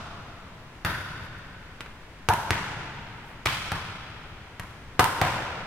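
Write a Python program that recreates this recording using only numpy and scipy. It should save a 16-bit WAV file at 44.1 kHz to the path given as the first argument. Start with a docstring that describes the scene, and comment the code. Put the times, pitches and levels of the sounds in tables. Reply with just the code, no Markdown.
"""Volleyball practice in a large gym

A near player serves twice, far players pass, loose balls bounce on the hardwood or are tapped.
Each blow is a pressure spike, a smack of the skin, a low thump, a knock and the ping of the air
inside the ball, followed by a floor reflection, a wall echo and the long wash of the hall.
Shoes and sleeves scuff softly, and ventilation rumbles underneath."""
import sys
import numpy as np
from scipy import signal
from scipy.fft import rfft, irfft, next_fast_len
from scipy.io import wavfile

SR = 44100
rng = np.random.default_rng(int(sys.argv[2]) if len(sys.argv) > 2 else 0)


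def inscribe(sig):
    """Save sig as 16-bit PCM at rate SR to the path in sys.argv[1].

    A 1-D sig is mono; a 2-D sig holds one channel per row.
    Samples are clipped to [-1, 1] before scaling.
    """
    pcm = np.round(np.clip(np.atleast_2d(sig).T, -1, 1) * 32767)
    wavfile.write(sys.argv[1], SR, pcm.astype(np.int16))


N = 249942
LEAD = int(.3 * SR)   # pre-roll, in samples
T = np.arange(int(.3 * SR)) / SR   # time axis of one blow, in seconds
BANDS = np.geomspace(170, 17150, 56) - 150   # band centres of diffuse sound, in Hz


def from_db(db):
    """Decibels to gain."""
    return 10 ** (np.asarray(db) / 20)


def at_hz(points, hz):
    """Read a curve on a log-frequency axis."""
    f, value = np.transpose(points)
    return np.interp(np.log(hz), np.log(f), value)


def fade(t, t60):
    """A decay of 60 dB in t60 seconds."""
    return np.exp(-np.log(1000) * t / t60)


def swell(t, rise_s, t60):
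    """An envelope of unit energy that builds up and dies away."""
    loss, gain = 2 * np.log(1000) / t60, 1 / rise_s
    energy = SR * (1 / loss - 2 / (loss + gain) + 1 / (loss + 2 * gain))
    return (1 - np.exp(-t * gain)) * fade(t, t60) / np.sqrt(energy)


def butter(x, hz, kind, order=2):
    """Causal Butterworth filter."""
    return signal.sosfilt(signal.butter(order, hz, kind, fs=SR, output="sos"), x)


def later(sound, delay_s):
    """The same sound, delayed."""
    return np.pad(sound, (round(delay_s * SR), 0))[:len(sound)]


def add(track, sound, start_s):
    """Mix a sound into a track that has pre-roll."""
    start = max(LEAD + round(start_s * SR), 0)
    part = sound[..., :track.shape[-1] - start]
    track[..., start:start + part.shape[-1]] += part


def band_window(hz, centre):
    """Weight of one band; neighbours overlap and add up to one."""
    return np.cos(np.pi / 2 * np.interp(hz, BANDS, BANDS != centre)) ** 2


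def diffuse(size, shape):
    """Noise from all sides, mono in the bass, wide on top; shape(hz) is each band's gain or envelope."""
    # likeness of left and right: frequency_hz, correlation
    likeness = [(40, 1), (250, 1), (500, 0.93), (1000, 0.75), (2000, 0.42), (4000, -0.25), (9000, -0.019),
                (15000, 0.085)]
    length, mid_side = next_fast_len(size, real=True), 0
    hz = np.arange(length // 2 + 1) * SR / length
    white = rfft(rng.standard_normal((2, length)))
    for centre in BANDS:
        alike = np.clip(at_hz(likeness, centre), -.99, .99)
        weight = np.sqrt([[1 + alike], [1 - alike]]) * band_window(hz, centre)
        mid_side = mid_side + shape(centre) * irfft(white * weight, length)[:, :size]
    mid, side = mid_side
    return np.array([mid + side, mid - side]) / np.sqrt(2)


def ventilation(level_db=-46):
    """Steady rumble and hiss of air handlers, spread by the hall."""
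    # colour of the moving air: frequency_hz, relative_density_db
    colour = [(13, -23), (22, -3.5), (45, -9.5), (70, -10), (132, -15), (278, -17.5), (310, -20.5),
              (602, -22.5), (910, -22.5), (1040, -20), (1130, -24), (1910, -23.5), (3710, -32.5),
              (12500, -50.5), (16000, -55)]
    air = diffuse(next_fast_len(N), lambda hz: from_db(at_hz(colour, hz)))[:, :N]
    return from_db(level_db) * air / np.std(air)


def scuffs():
    """The near player shifts stance and swings an arm: brief soft hisses."""
    # rubs of shoes and sleeves: peak_s, relative_db, width_s
    rubs = [(1.25, -65, .015), (1.385, -65.5, 0.0037), (3.29, -67.5, .035)]
    t = np.arange(N) / SR
    envelope = sum(from_db(db) * np.exp(-.5 * ((t - peak_s) / width_s) ** 2) for peak_s, db, width_s in rubs)
    return 2 * envelope * butter(rng.standard_normal((2, N)), [6500, 14000], "band")


def bunching(size, depth_db, width_s):
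    """Reflections bunch up at random: a flickering gain of mean power one."""
    knots = np.arange(size) / SR / width_s
    gain = from_db(depth_db * np.interp(knots, np.arange(4096), rng.standard_normal(4096)))
    return gain / np.sqrt(np.mean(gain ** 2))


def hall(blows):
    """The hall stores each blow's energy by band: first reflections die quickly, the wash hangs on."""
    # colour of the first reflections: frequency_hz, level_db
    first_colour = [(60, -33), (100, -5.5), (170, 1), (300, -4), (500, -4), (1000, 4.5), (2000, 2),
                    (4000, 2), (9000, -5), (15000, -3.5)]
    # colour of the long wash: frequency_hz, level_db
    wash_colour = [(60, -3.5), (150, 0), (260, -3), (500, -0.5), (750, -0.5), (950, 0.5), (1130, 1.5),
                   (1430, 6.5), (1750, 0.5), (3200, 4.5), (4200, 2), (5500, 2), (9000, -1.5),
                   (15000, -12.5)]
    # decay of the wash: frequency_hz, t60_s
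    wash_decay = [(60, 1.9), (160, 5.2), (420, 3.04), (1100, 2.6), (2900, 2.86), (5000, 1.9), (8000, 1.1),
                  (15000, 0.86)]
    t = np.arange(-LEAD, N, 32) / SR   # coarse clock for the envelopes
    hz = np.arange(len(T) // 2 + 1) * SR / len(T)
    spectra = [np.abs(rfft(sound)) ** 2 for _, sound, _, _ in blows]

    def envelope(centre):
        window, power = band_window(hz, centre), 0
        for (start_s, _, send_db, place), spectrum in zip(blows, spectra):
            age = np.maximum(t - start_s, 0)
            first_db = send_db + place["first_db"] + at_hz(first_colour, centre)
            wash_db = send_db + place["wash_db"] + at_hz(wash_colour, centre)
            first = from_db(first_db) * swell(age, rise_s=.014, t60=.52)
            wash = from_db(wash_db) * swell(age, rise_s=.05, t60=at_hz(wash_decay, centre))
            power = power + np.average(spectrum, weights=window) * (first ** 2 + wash ** 2)
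        return np.interp(np.arange(N) / SR, t, np.sqrt(power))
    return diffuse(N, envelope) * bunching(N, depth_db=1, width_s=.004)


def smear(sound, noise, rise_s, t60, band_hz):
    """A cluster of small reflections smears a sound in time and trims its lows and highs."""
    size = noise.shape[1]
    cluster = noise * bunching(size, depth_db=5, width_s=.0002) * swell(T[:size], rise_s, t60)
    cluster /= np.sqrt(np.sum(cluster ** 2) / 2)
    smeared = signal.fftconvolve(sound[None], cluster, axes=1)[:, :len(sound)]
    return butter(smeared, band_hz, "band", order=1)


def arrive(sound, bearing):
    """The nearer side hears a sound up to two samples sooner; bearing runs from -1 left to 1 right."""
    n = np.arange(len(sound))
    return np.array([np.interp(n - lag, n, sound, left=0) for lag in (bearing, -bearing)])


def early_paths(blows, floor_delay_s=.0026, roof_delay_s=.039, roof_db=-7, cluster_samples=2048):
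    """Every blow arrives directly, off the floor, off things nearby, off a wall and off the roof."""
    track, count = np.zeros((2, LEAD + N)), 2 * len(blows)
    noises = np.split(diffuse(cluster_samples * count, lambda hz: 1), count, axis=1)
    for (start_s, sound, _, place), nearby, wall in zip(blows, noises[::2], noises[1::2]):
        direct = arrive(np.pad(sound, (2, 0)), place["bearing"])
        floor = arrive(sound, -place["bearing"])
        scatter = smear(sound, nearby, rise_s=.00045, t60=.092, band_hz=[350, 11000])
        echo = smear(sound, wall, rise_s=.0002, t60=.012, band_hz=[1300, 14000])
        roof = butter(sound, 280, "low")   # the trusses mirror only the bass
        add(track, direct, start_s)
        add(track, from_db(place["floor_db"]) * floor, start_s + floor_delay_s)
        add(track, from_db(place["scatter_db"]) * scatter, start_s)
        add(track, from_db(place["echo_db"]) * echo, start_s + place["echo_s"])
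        add(track, from_db(roof_db) * roof, start_s + roof_delay_s)
    return track[:, LEAD:]


def ring(modes, clock):
    """Struck modes dying away; their phase follows the given clock."""
    return sum(from_db(db) * fade(T, t60) * np.sin(2 * np.pi * hz * clock) for hz, db, t60 in modes)


def squash_thump():
    """The low body of a blow: the ball squashes and the floor flexes."""
    # modes of ball and floor: pitch_hz, level_db, t60_s
    modes = [(95.6, -0.5, 0.15), (117.5, 1, 0.097), (153.6, -4, 0.081), (284, -12.5, 0.046)]
    attack = 1 - np.exp(-T / .002)
    return -butter(ring(modes, T) * attack, 37, "high")


def cavity_ping(flat_s, sag=.2604):
    """The flattened ball rings flat and muffled, then freely at its own pitch as it springs back."""
    # modes of the casing and the air inside: pitch_hz, level_db, t60_s
    modes = [(401, -10, 0.046), (483, 6, 0.033), (766, -6, 0.09), (988, -0.5, 0.15), (1322, -6, 0.089),
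             (1482, -15.5, 0.24), (1706, 5.5, 0.026), (1800, -7, 0.089), (2440, -17, 0.04),
             (3080, -33, 0.017)]
    release = 1 - np.exp(-(T / flat_s) ** 2)
    sagging_clock = T - sag * flat_s * (1 - np.exp(-T / flat_s))
    return release * ring(modes, sagging_clock)


def casing_tone(hz, cycles):
    """A slapped patch of the casing rings for a few cycles."""
    return fade(T, t60=cycles / hz) * np.sin(2 * np.pi * hz * T)


def skin_rasp(band_hz, t60, order=2):
    """A short rasp of the ball's skin, even in colour across its band."""
    envelope = fade(T, t60)
    rasp = rng.standard_normal(len(T)) * envelope
    whitened = irfft(np.exp(1j * np.angle(rfft(rasp))), len(T)) * fade(T, 4 * t60)
    makeup = np.sqrt(np.sum(envelope ** 2) / np.sum(whitened ** 2))
    return makeup * butter(whitened, band_hz, "band", order)


def ball(hardness_db, ring_db, extra_crack_db, smack_hz, knock_hz, spike_db, edge_hz, smack_db,
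         smack_cycles, knock_db, knock_cycles, thump_db, ping_db, contact_s, snap_db, crack_db):
    """One blow: a spike of squeezed-out air, slapped skin, the squash, a rebound knock and the ping."""
    flat_s = contact_s * from_db(-hardness_db)   # harder blows have a shorter contact
    spike = from_db(spike_db) * butter(fade(T, t60=.0013), [edge_hz, 7500], "band", order=1)
    smack = from_db(smack_db) * casing_tone(smack_hz, smack_cycles)
    snap = from_db(snap_db) * later(skin_rasp([2410, 3940], t60=.0073, order=1), delay_s=.0008)
    crack = from_db(crack_db + extra_crack_db) * skin_rasp([7760, 13800], t60=.0099)
    thump = from_db(thump_db) * squash_thump()
    knock = from_db(knock_db) * later(casing_tone(knock_hz, knock_cycles), flat_s)
    ping = from_db(ping_db) * cavity_ping(flat_s)
    slap = spike + smack + snap + crack
    return thump + from_db(hardness_db) * slap + from_db(ring_db) * (knock + ping)


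def strike(hits, voice, place):
    """Blows as (start_s, sound, send_db, place); a hit's dB values trim the shared voice and place."""
    return [(start_s, from_db(strength_db) * ball(*touch, **voice), send_db, place)
            for start_s, strength_db, *touch, send_db in hits]


def taps():
    """Light taps on a ball at the sideline: small, short and fairly dry."""
    # taps: start_s, strength_db, hardness_db, ring_db, extra_crack_db, smack_hz, knock_hz, send_db
    hits = [(1.8072, 0.5, 0.5, -1, 4, 2440, 1420, -2), (1.8617, -12.5, 0.5, 10, -12, 2200, 1650, -5)]
    voice = dict(spike_db=-34, edge_hz=840, smack_db=-14, smack_cycles=2.8, knock_db=-36,
                 knock_cycles=14, thump_db=-48, ping_db=-51, contact_s=.0008, snap_db=-30, crack_db=-41)
    sideline = dict(bearing=-.63, floor_db=-12, scatter_db=-2.5, first_db=-4, wash_db=-13,
                    echo_s=.018, echo_db=-20)
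    return strike(hits, voice, sideline)


def bounces():
    """Balls smack the hardwood at mid court; the first lands in the pre-roll and leaves only its wash."""
    # landings: start_s, strength_db, hardness_db, ring_db, extra_crack_db, smack_hz, knock_hz, send_db
    hits = [(-0.25, -2.5, -0.5, 6, -5, 1240, 680, 1), (2.5066, 1, 1, 2, -4, 2070, 320, -2),
            (3.7187, -4.5, -2, 6, 1.5, 1630, 870, -0.5), (4.5969, -9.5, -4.5, 2, 6.5, 1970, 1140, -3),
            (5.2149, -1.5, 1.5, 12.5, 2.5, 2050, 714, 1)]
    voice = dict(spike_db=-4, edge_hz=1180, smack_db=-8, smack_cycles=4.95, knock_db=-26.5,
                 knock_cycles=16, thump_db=-23, ping_db=-37.5, contact_s=.00398,
                 snap_db=-20, crack_db=-24.5)
    mid_court = dict(bearing=.055, floor_db=-13, scatter_db=-2, first_db=0, wash_db=0,
                     echo_s=.036, echo_db=-11)
    return strike(hits, voice, mid_court)


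def passes():
    """Two far forearm passes, wet with hall; in the second, one arm meets the ball just ahead."""
    # arm hits: start_s, strength_db, hardness_db, ring_db, extra_crack_db, smack_hz, knock_hz, send_db
    hits = [(0.8488, 0.5, -0.5, 3.5, 1.5, 1970, 1480, -0.5), (3.4563, -11, 2.5, 12, 6, 4830, 3170, 4),
            (3.4590, -1.5, 6.5, 0.5, -4, 2390, 1340, -4)]
    voice = dict(spike_db=-9.5, edge_hz=1770, smack_db=-13.5, smack_cycles=6.5, knock_db=-21,
                 knock_cycles=10.8, thump_db=-26.5, ping_db=-38, contact_s=.00306,
                 snap_db=-17, crack_db=-25)
    far_court = dict(bearing=-.37, floor_db=-8, scatter_db=-.5, first_db=5, wash_db=3.5,
                     echo_s=.0108, echo_db=-3.5)
    return strike(hits, voice, far_court)


def serves():
    """Two close overhand serves: the hand flattens the ball with a crack and leaves it pinging."""
    # hand hits: start_s, strength_db, hardness_db, ring_db, extra_crack_db, smack_hz, knock_hz, send_db
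    hits = [(2.2878, 1.5, -3.5, -3, -0.5, 1800, 870, 1), (4.9941, 1.5, 2.5, -3.5, -0.5, 1530, 1025, 0.5)]
    voice = dict(spike_db=1.5, edge_hz=440, smack_db=-11.5, smack_cycles=2.5, knock_db=-10.5,
                 knock_cycles=18, thump_db=-22.5, ping_db=-9.5, contact_s=.0098,
                 snap_db=-36, crack_db=-11)
    service_line = dict(bearing=.9, floor_db=-6.5, scatter_db=-1.5, first_db=-5.5, wash_db=-5.5,
                        echo_s=.0482, echo_db=-6)
    return strike(hits, voice, service_line)


def scene(bass_left_db=1.0, treble_left_db=.13, split_hz=700):
    """Balls, scuffs and ventilation; the bass leans a little left, the treble stays near the centre."""
    blows = serves() + passes() + bounces() + taps()
    mix = early_paths(blows) + hall(blows) + scuffs() + ventilation()
    bass = butter(mix, split_hz, "low", order=1)
    treble = mix - bass
    lean = np.array([[1], [-1]])
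    return bass * from_db(lean * bass_left_db) + treble * from_db(lean * treble_left_db)


def record(dry, cutoff_hz=16000):
    """The hardest smacks clip at full scale, and a steep low-pass cuts the top."""
    clipped = np.clip(dry, -1, 1)
    return signal.sosfilt(signal.ellip(10, .1, 90, cutoff_hz, fs=SR, output="sos"), clipped)


dry = scene()
out = record(dry)
inscribe(out)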